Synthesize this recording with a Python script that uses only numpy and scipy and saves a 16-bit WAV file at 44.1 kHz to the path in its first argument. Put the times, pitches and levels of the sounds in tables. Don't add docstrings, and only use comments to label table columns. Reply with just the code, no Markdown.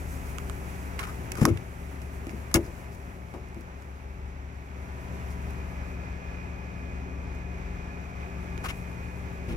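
import sys
import numpy as np
from scipy import signal
from scipy.fft import rfft, irfft, next_fast_len
from scipy.io import wavfile
from scipy.ndimage import uniform_filter1d

SR = 44100
rng = np.random.default_rng(int(sys.argv[2]) if len(sys.argv) > 2 else 0)


def boost_factor(decibels):
    exponent = np.asarray(decibels, float) / 20
    return 10 ** exponent


def unload_wav(signal):
    wavfile.write(
        sys.argv[1],
        SR,
        np.round(np.clip(np.atleast_2d(signal).T, -1, 1) * 32767).astype(np.int16),
    )


N = 421596
T = np.arange(N) / SR

SHAFT_HZ = 700 / 60
ENGINE_LAG_S = 16 / SR

# frequency in Hz, left minus right in dB, share of the sound common to both (0-1).
PORT_BALANCE = [(61.1, 2.5, 0.9), (130, 6.5, 0.96), (215, 5, 0.95), (410, 2.5, 0.98), (686, 2, 0.5),
                (1150, 4, 0.37), (2233, -6, 0.49), (4200, 2.5, 0), (7600, -9, 1), (15100, -3.5, 0.9)]


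def unit(x):
    return x / np.sqrt(np.mean(x ** 2) + 1e-30)


def on_log(table, hz, axis=1):
    rows = np.array(table, float)
    return np.interp(np.log(hz + 1), np.log(rows[:, 0] + 1), rows[:, axis])


def walk(rate):
    hold = int(SR / rate)
    steps = np.repeat(rng.standard_normal(N // hold + 1), hold)
    slewed = uniform_filter1d(uniform_filter1d(steps, hold), hold)
    return unit(slewed[:N])


def ring(x, hz, width):
    return signal.lfilter(*signal.iirpeak(hz, hz / width, SR), x)


def ports(excite, colour, lag_s):
    size = next_fast_len(N)
    hz = np.arange(size // 2 + 1) * SR / size
    common, left, right = (rfft(excite * rng.standard_normal(N), size) for _ in range(3))
    share = np.clip(on_log(PORT_BALANCE, hz, axis=2), 0, 1)
    tilt = boost_factor(on_log(PORT_BALANCE, hz) / 2)
    late = common * np.exp(-2j * np.pi * hz * lag_s)
    left = tilt * (np.sqrt(share) * late + np.sqrt(1 - share) * left)
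    right = (np.sqrt(share) * common + np.sqrt(1 - share) * right) / tilt
    coloured = boost_factor(on_log(colour, hz)) * np.array([left, right])
    return unit(irfft(coloured, size)[:, :N])


def add(out, s, pair, pan_db):
    i = int(s * SR)
    panned = pair * boost_factor(np.array([[pan_db], [-pan_db]]) / 2)
    out[:, i:i + pair.shape[1]] += panned[:, :N - i]


def door():
    # frequency in Hz, relative level in dB, 60 dB decay time in s.
    door_modes = [(69, 6, 0.47), (96.1, -3, 0.28), (119.3, 3, 0.11), (152, -4, 0.22), (210, -6, 0.22),
                  (239, -1, 0.15), (290.8, -5.5, 0.26), (336, 4.5, 0.13), (375.5, -6, 0.16),
                  (415.5, -8, 0.19), (455, -6, .1), (505, -6, .09), (569, -4, .09), (648, -4, .09),
                  (735, -4, .08), (830, -4, .08), (940, -2, .08)]
    # start in s, peak in dB before panning, shudder in s, best excited pitch in Hz, spread in octaves.
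    thuds = [(1.386, -25.5, 0.024, 286, 0.97), (1.416, -9, 0.0045, 170, 0.76),
             (1.424, -13.5, 0.015, 256, 0.96), (1.44, -18.5, 0.027, 340, .7),
             (1.462, -18.5, 0.014, 298, 0.92), (1.476, -15, 0.013, 300, 0.83),
             (1.484, -17.5, 0.014, 367, 0.75), (1.502, -14.5, 0.023, 135, 0.6),
             (2.269, -25, 0.0092, 334, 0.44), (2.333, -27.5, 0.023, 210, 0.61),
             (2.547, -12, 0.031, 380, 1.3), (2.554, -15.5, 0.01, 130, 0.9), (2.680, -32.5, 0.012, 450, 1.1),
             (3.340, -32.5, 0.05, 477, 0.89), (3.565, -32.5, 0.014, 244, 0.61),
             (9.480, -21, 0.22, 109.3, 1.9)]
    push_cycles = 0.75
    out, t = np.zeros((2, N)), T[:SR // 2]
    for s, db, shudder_s, centre_hz, octaves in thuds:
        push = np.sin(np.pi * np.minimum(t * centre_hz * 2 ** octaves / push_cycles, 1))
        common, *own = rng.standard_normal((3, len(t)))
        shudder = (common + 0.42 * np.array(own)) * np.exp(-(t / shudder_s) ** 2)
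        force = push / push.sum() + 0.071 * shudder
        modes = np.zeros(len(t))
        for hz, mode_db, t60 in door_modes:
            miss_db = 10.7 * (np.log2(hz / centre_hz) / octaves) ** 2
            modes += boost_factor(mode_db - miss_db) * np.sin(2 * np.pi * hz * t) * 1000. ** (-t / t60)
        sound = signal.fftconvolve(force, modes[None], axes=1)[:, :len(t)]
        sound = signal.lfilter(*signal.butter(2, 45, "high", fs=SR), sound)
        add(out, s, sound * boost_factor(db) / np.abs(sound).max(), pan_db=3.5)
    return out


def metal(envelope, low_db, centre_hz, bright_hz, grit_db, spike):
    # frequency in Hz, width in Hz, relative level in dB.
    hardware = [(620, 150, -6), (860, 150, -5), (1100, 90, 0), (1250, 80, 2), (1420, 140, -3),
                (1750, 150, -4), (2150, 250, -1), (2650, 350, -3), (3900, 600, -9), (5000, 500, -1),
                (5600, 500, -1), (6500, 500, -2), (7400, 1200, -4), (8500, 900, -7), (11000, 1500, -7),
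                (14500, 2000, -13)]
    right_lag = 8
    focus_db = 28
    common, *own = rng.standard_normal((3, len(envelope)))
    shared = np.array([common, np.roll(common, right_lag)])
    force = (shared + .8 * np.array(own)) * envelope
    force[:, np.argmax(envelope)] += spike * envelope.max()
    low = sum(boost_factor(db - focus_db * np.log2(hz / centre_hz) ** 2) * ring(force, hz, width)
              for hz, width, db in hardware[:8])
    high = sum(boost_factor(db) * ring(force, hz, width) for hz, width, db in hardware[8:])
    grit = signal.lfilter(*signal.butter(2, 5500, "high", fs=SR), force)
    high = unit(high) + boost_factor(grit_db) * unit(grit)
    high = signal.lfilter(*signal.butter(2, min(bright_hz, SR / 2.5), fs=SR), high)
    return unit(high) + boost_factor(low_db) * unit(low)


def clicks():
    # start in s, peak in dB before panning, part below 3 kHz over the treble in dB,
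    # 60 dB decay time in s, left minus right in dB, best excited pitch below 3 kHz in Hz.
    snaps = [(0.3841, -23, 14, 0.0039, -13, 1510), (.4975, -28, 21, 0.0033, -15, 1500),
             (0.991, -26.5, 11, 0.036, -15.5, 1920), (1.0289, -32, 21, 0.023, -12, 1500),
             (1.3181, -19, 3, 0.017, -6, 2300), (1.3533, -30, 9, 0.021, -11, 1300),
             (1.416, -22, 18, 0.012, 0, 700), (1.4528, -2, 6, .013, -1.5, 1400),
             (1.462, -22, -3, .008, -1.5, 1400), (1.573, -29, 14, 0.015, -9, 2350),
             (2.016, -39, 4, 0.06, -3, 2000), (2.2682, -32, 8, 0.012, -2, 2000),
             (2.294, -33, 17, 0.007, -11, 1600), (2.513, -35, 12, .03, 5, 1900),
             (2.5415, -3.5, -8, .028, 3, 1600), (3.338, -39, 22, 0.11, 7, 900),
             (3.486, -48, -2, 0.011, 0, 1350), (3.545, -46, -7, .012, -3, 1350),
             (3.608, -45, -7, 0.031, -3, 1350), (3.821, -40.5, 9, 0.033, -4, 1350),
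             (5.335, -48, -6, .01, 0, 1350), (5.47, -49, -6, .01, 0, 1350),
             (5.505, -46, -4, 0.028, 4, 1350), (7.349, -48, -0.5, 0.024, -4, 1350),
             (8.578, -32, 13, 0.003, -15, 1900), (8.647, -27, 22, .025, -5, 1180),
             (8.696, -29, 20, .012, -5, 1750)]
    hard_hz, dulling_hz_per_db = 14700, 242
    out, t = np.zeros((2, N)), T[:SR // 8]
    for s, db, low_db, t60, pan_db, centre_hz in snaps:
        bright_hz = hard_hz - dulling_hz_per_db * low_db
        envelope = (1 - np.exp(-t / .0004)) * 1000. ** (-t / max(t60, .003))
        pair = metal(envelope, low_db, centre_hz, bright_hz, grit_db=-3, spike=3.5)
        add(out, s, pair * boost_factor(db) / np.abs(pair).max(), pan_db)
    return out


def scrapes():
    # start in s, time held in s, treble level in dB before panning,
    # part below 3 kHz over the treble in dB, best excited pitch below 3 kHz in Hz.
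    slides = [(.992, 0.028, -54, 16, 1180), (1.028, 0.018, -54, 16, 1350), (1.03, .012, -58, 15, 2200),
              (1.066, 0.04, -56, 13, 1200), (1.365, 0.043, -49.5, 7, 1400), (1.409, 0.029, -43, 6, 1510),
              (1.457, .015, -52, 13, 1000), (1.475, .018, -51, 12, 1000), (1.481, .012, -53, 10, 2500),
              (2.298, 0.012, -57, 0, 2000), (2.546, 0.013, -29.5, 5.5, 1840), (2.638, .03, -57, -6, 2000),
              (2.915, .04, -61, -6, 2000), (5.301, .016, -56, -8, 2000), (8.636, .028, -51.5, 17, 1120),
              (8.650, .02, -57, 15, 2400), (8.682, .011, -51, 15, 2400), (8.694, .012, -53, 17, 1750),
              (9.481, 0.052, -66, 18, 2000)]
    rise_s, fade_s = .004, .009
    out, t = np.zeros((2, N)), T[:SR // 5]
    for s, held, db, low_db, centre_hz in slides:
        slips = boost_factor(2.5 * np.repeat(rng.standard_normal(len(t) // 100 + 1), 100)[:len(t)])
        shape = np.minimum(t / rise_s, 1) * np.exp(-np.maximum(t - held, 0) / fade_s)
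        pair = metal(slips * shape, low_db, centre_hz, bright_hz=13900, grit_db=-4, spike=0)
        add(out, s, pair * boost_factor(db) * np.sqrt(np.mean(shape ** 2)), pan_db=3.5)
    return out


def tone(multiple, db, waver_db):
    hz = multiple * SHAFT_HZ
    side = np.array([[1], [-1]])
    shift = side * 0.14 * walk(1.646)
    phase = 2 * np.pi * (hz * (T - side * ENGINE_LAG_S / 2) + rng.random()) + shift
    level = boost_factor(db + waver_db * walk(3.01) + side * on_log(PORT_BALANCE, hz) / 2)
    return np.sqrt(2) * level * np.sin(phase)


def engine():
    # multiple of shaft speed, level in dB when the rumble is at tone_ref_db.
    engine_tones = [(3, -70), (4, -53), (5, -54.5), (5.5, -50), (7, -52.5), (8, -55.5), (9, -52),
                    (10, -50.5), (11, -54.5), (12, -56.5), (13, -59), (14, -60), (17, -56.5), (19, -56.5),
                    (21, -70), (22, -56), (23, -62.5), (24, -65), (25, -61), (32, -58), (34, -57.5),
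                    (35, -63.5), (40, -66.5), (43, -62.5), (48, -66.5), (56, -62.5), (61, -62), (72, -62),
                    (84, -60), (108, -60.5)]
    # frequency in Hz, relative density in dB per Hz.
    rumble_colour = [(12, -39), (20, -3), (48, -9.5), (75, 3), (123, -3.5), (183, -6), (222, -10.5),
                     (264, -6.5), (315, -10), (387, -5), (461, -12), (585, -10), (900, -21), (1170, -65.5),
                     (1980, -120)]
    # frequency in Hz, relative density in dB per Hz.
    clatter_colour = [(410, -20.5), (700, -4), (886, -2.5), (946, -6), (1420, -6), (1520, -6), (1730, -7),
                      (1920, -6.5), (2490, -9), (2960, -18), (4320, -25), (6480, -23.5), (9230, -41),
                      (11200, -33.5), (16000, -43)]
    # frequency in Hz, width in Hz, relative level in dB.
    whine_bands = [(1173, 42, -7.5), (1700, 87, -3.5), (2085, 130, -10), (2250, 145, -9.5), (2444, 310, -7)]
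    # multiple of shaft speed, level in dB relative to the whine noise.
    whine_note = (210.86, -1.2)
    # time in s, level in dB re the usual spot, extra dB of the deep boom as the door swings.
    at_phone = [(0, 1, -0.5), (1.0, 1, 1), (1.4, 2.5, -7), (1.7, -2, -3), (2.05, -1, 3), (2.4, -1, 4),
                (2.75, -1.5, -4.5), (3.3, -4, -1.5), (4.199, -4, 2), (4.65, -5, 0), (4.8, -2, 0),
                (5.15, 1, 2.5), (6.499, -0.6, 2), (8.799, .5, -0.5), (9.2, 0, 1), (9.56, 0.5, -1)]
    boom_db, drone_db, rumble_db, clatter_db, whine_db = -40.5, -51, -44.5, -47.5, -78
    tone_ref_db = -43.5
    at_cab_s, step_up_s = 5.33, 0.84
    cab_drone_db, cab_whine_db = 4.5, 19

    s, *columns = np.transpose(at_phone)
    heard_db, swing_db = (np.interp(T, s, c) for c in columns)
    at_cab = 1 / (1 + np.exp((at_cab_s - T) / (step_up_s / 4)))

    tones = sum(tone(m, db, waver_db=1.5) for m, db in engine_tones) * boost_factor(rumble_db - tone_ref_db)
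    boom = tone(6, boom_db + swing_db, waver_db=1.5)
    drone = tone(15, drone_db + cab_drone_db * at_cab, waver_db=1.)

    rumble = ports(boost_factor(0.26 * walk(8.6)), rumble_colour, ENGINE_LAG_S) * boost_factor(rumble_db)
    firing = (6 * SHAFT_HZ * T) % 1
    knock = 1 + 0.23 * np.exp(-firing / 0.21)
    clatter = ports(knock * boost_factor(.6 * walk(12.)), clatter_colour, ENGINE_LAG_S)

    whine = unit(sum(boost_factor(db) * ring(ring(clatter, hz, width), hz, width) for hz, width, db in whine_bands))
    whine = whine + tone(whine_note[0], whine_note[1], waver_db=1.5)
    whine = whine * boost_factor(whine_db + cab_whine_db * at_cab)
    return (tones + boom + drone + rumble + clatter * boost_factor(clatter_db) + whine) * boost_factor(heard_db)


def rustle():
    # time in s, level in dB.
    rustle_level = [(0, -55), (1.0, -57), (1.6, -62), (2.7, -62), (3.3, -69), (4.4, -75), (5.3, -63),
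                    (5.7, -68), (6.3, -81), (7.9, -79), (8.75, -65), (9.56, -71)]
    # frequency in Hz, relative level in dB.
    cloth_colour = [(1760, -32), (3000, -2), (3550, -8), (4760, -4), (5250, -4), (6040, 0), (8950, -4),
                    (11100, -1), (14700, -6), (16000, -10)]
    grain = boost_factor(1.5 * walk(25.) + 2.5 * rng.standard_normal(N))
    return ports(grain, cloth_colour, 0.) * boost_factor(np.interp(T, *np.transpose(rustle_level)))


def traffic():
    # time in s, level in dB before flutter and panning.
    traffic_level = [(0, -43), (.6, -48.5), (4.1, -49), (4.7, -54), (5.3, -46.5), (7.0, -43), (8.4, -40.5),
                     (9.56, -59)]
    pitch_hz = 47.9 * (1 + .03 * walk(.5) + .04 * walk(8.))
    phase = 2 * np.pi * np.cumsum(pitch_hz) / SR
    pan_db = np.array([[1.5], [-1.5]])
    return np.sin(phase) * boost_factor(np.interp(T, *np.transpose(traffic_level)) + 3 * walk(9.) + pan_db)


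def scene():
    return door() + clicks() + scrapes() + engine() + rustle() + traffic()


def roll_off(x):
    return signal.sosfilt(signal.butter(12, 16840, fs=SR, output="sos"), x)


def record(dry):
    low_pass = signal.ellip(8, .2, 60, 15900, fs=SR, output="sos")
    mix = signal.sosfilt(low_pass, dry)
    return roll_off(mix)


dry = scene()
out = record(dry)
unload_wav(out)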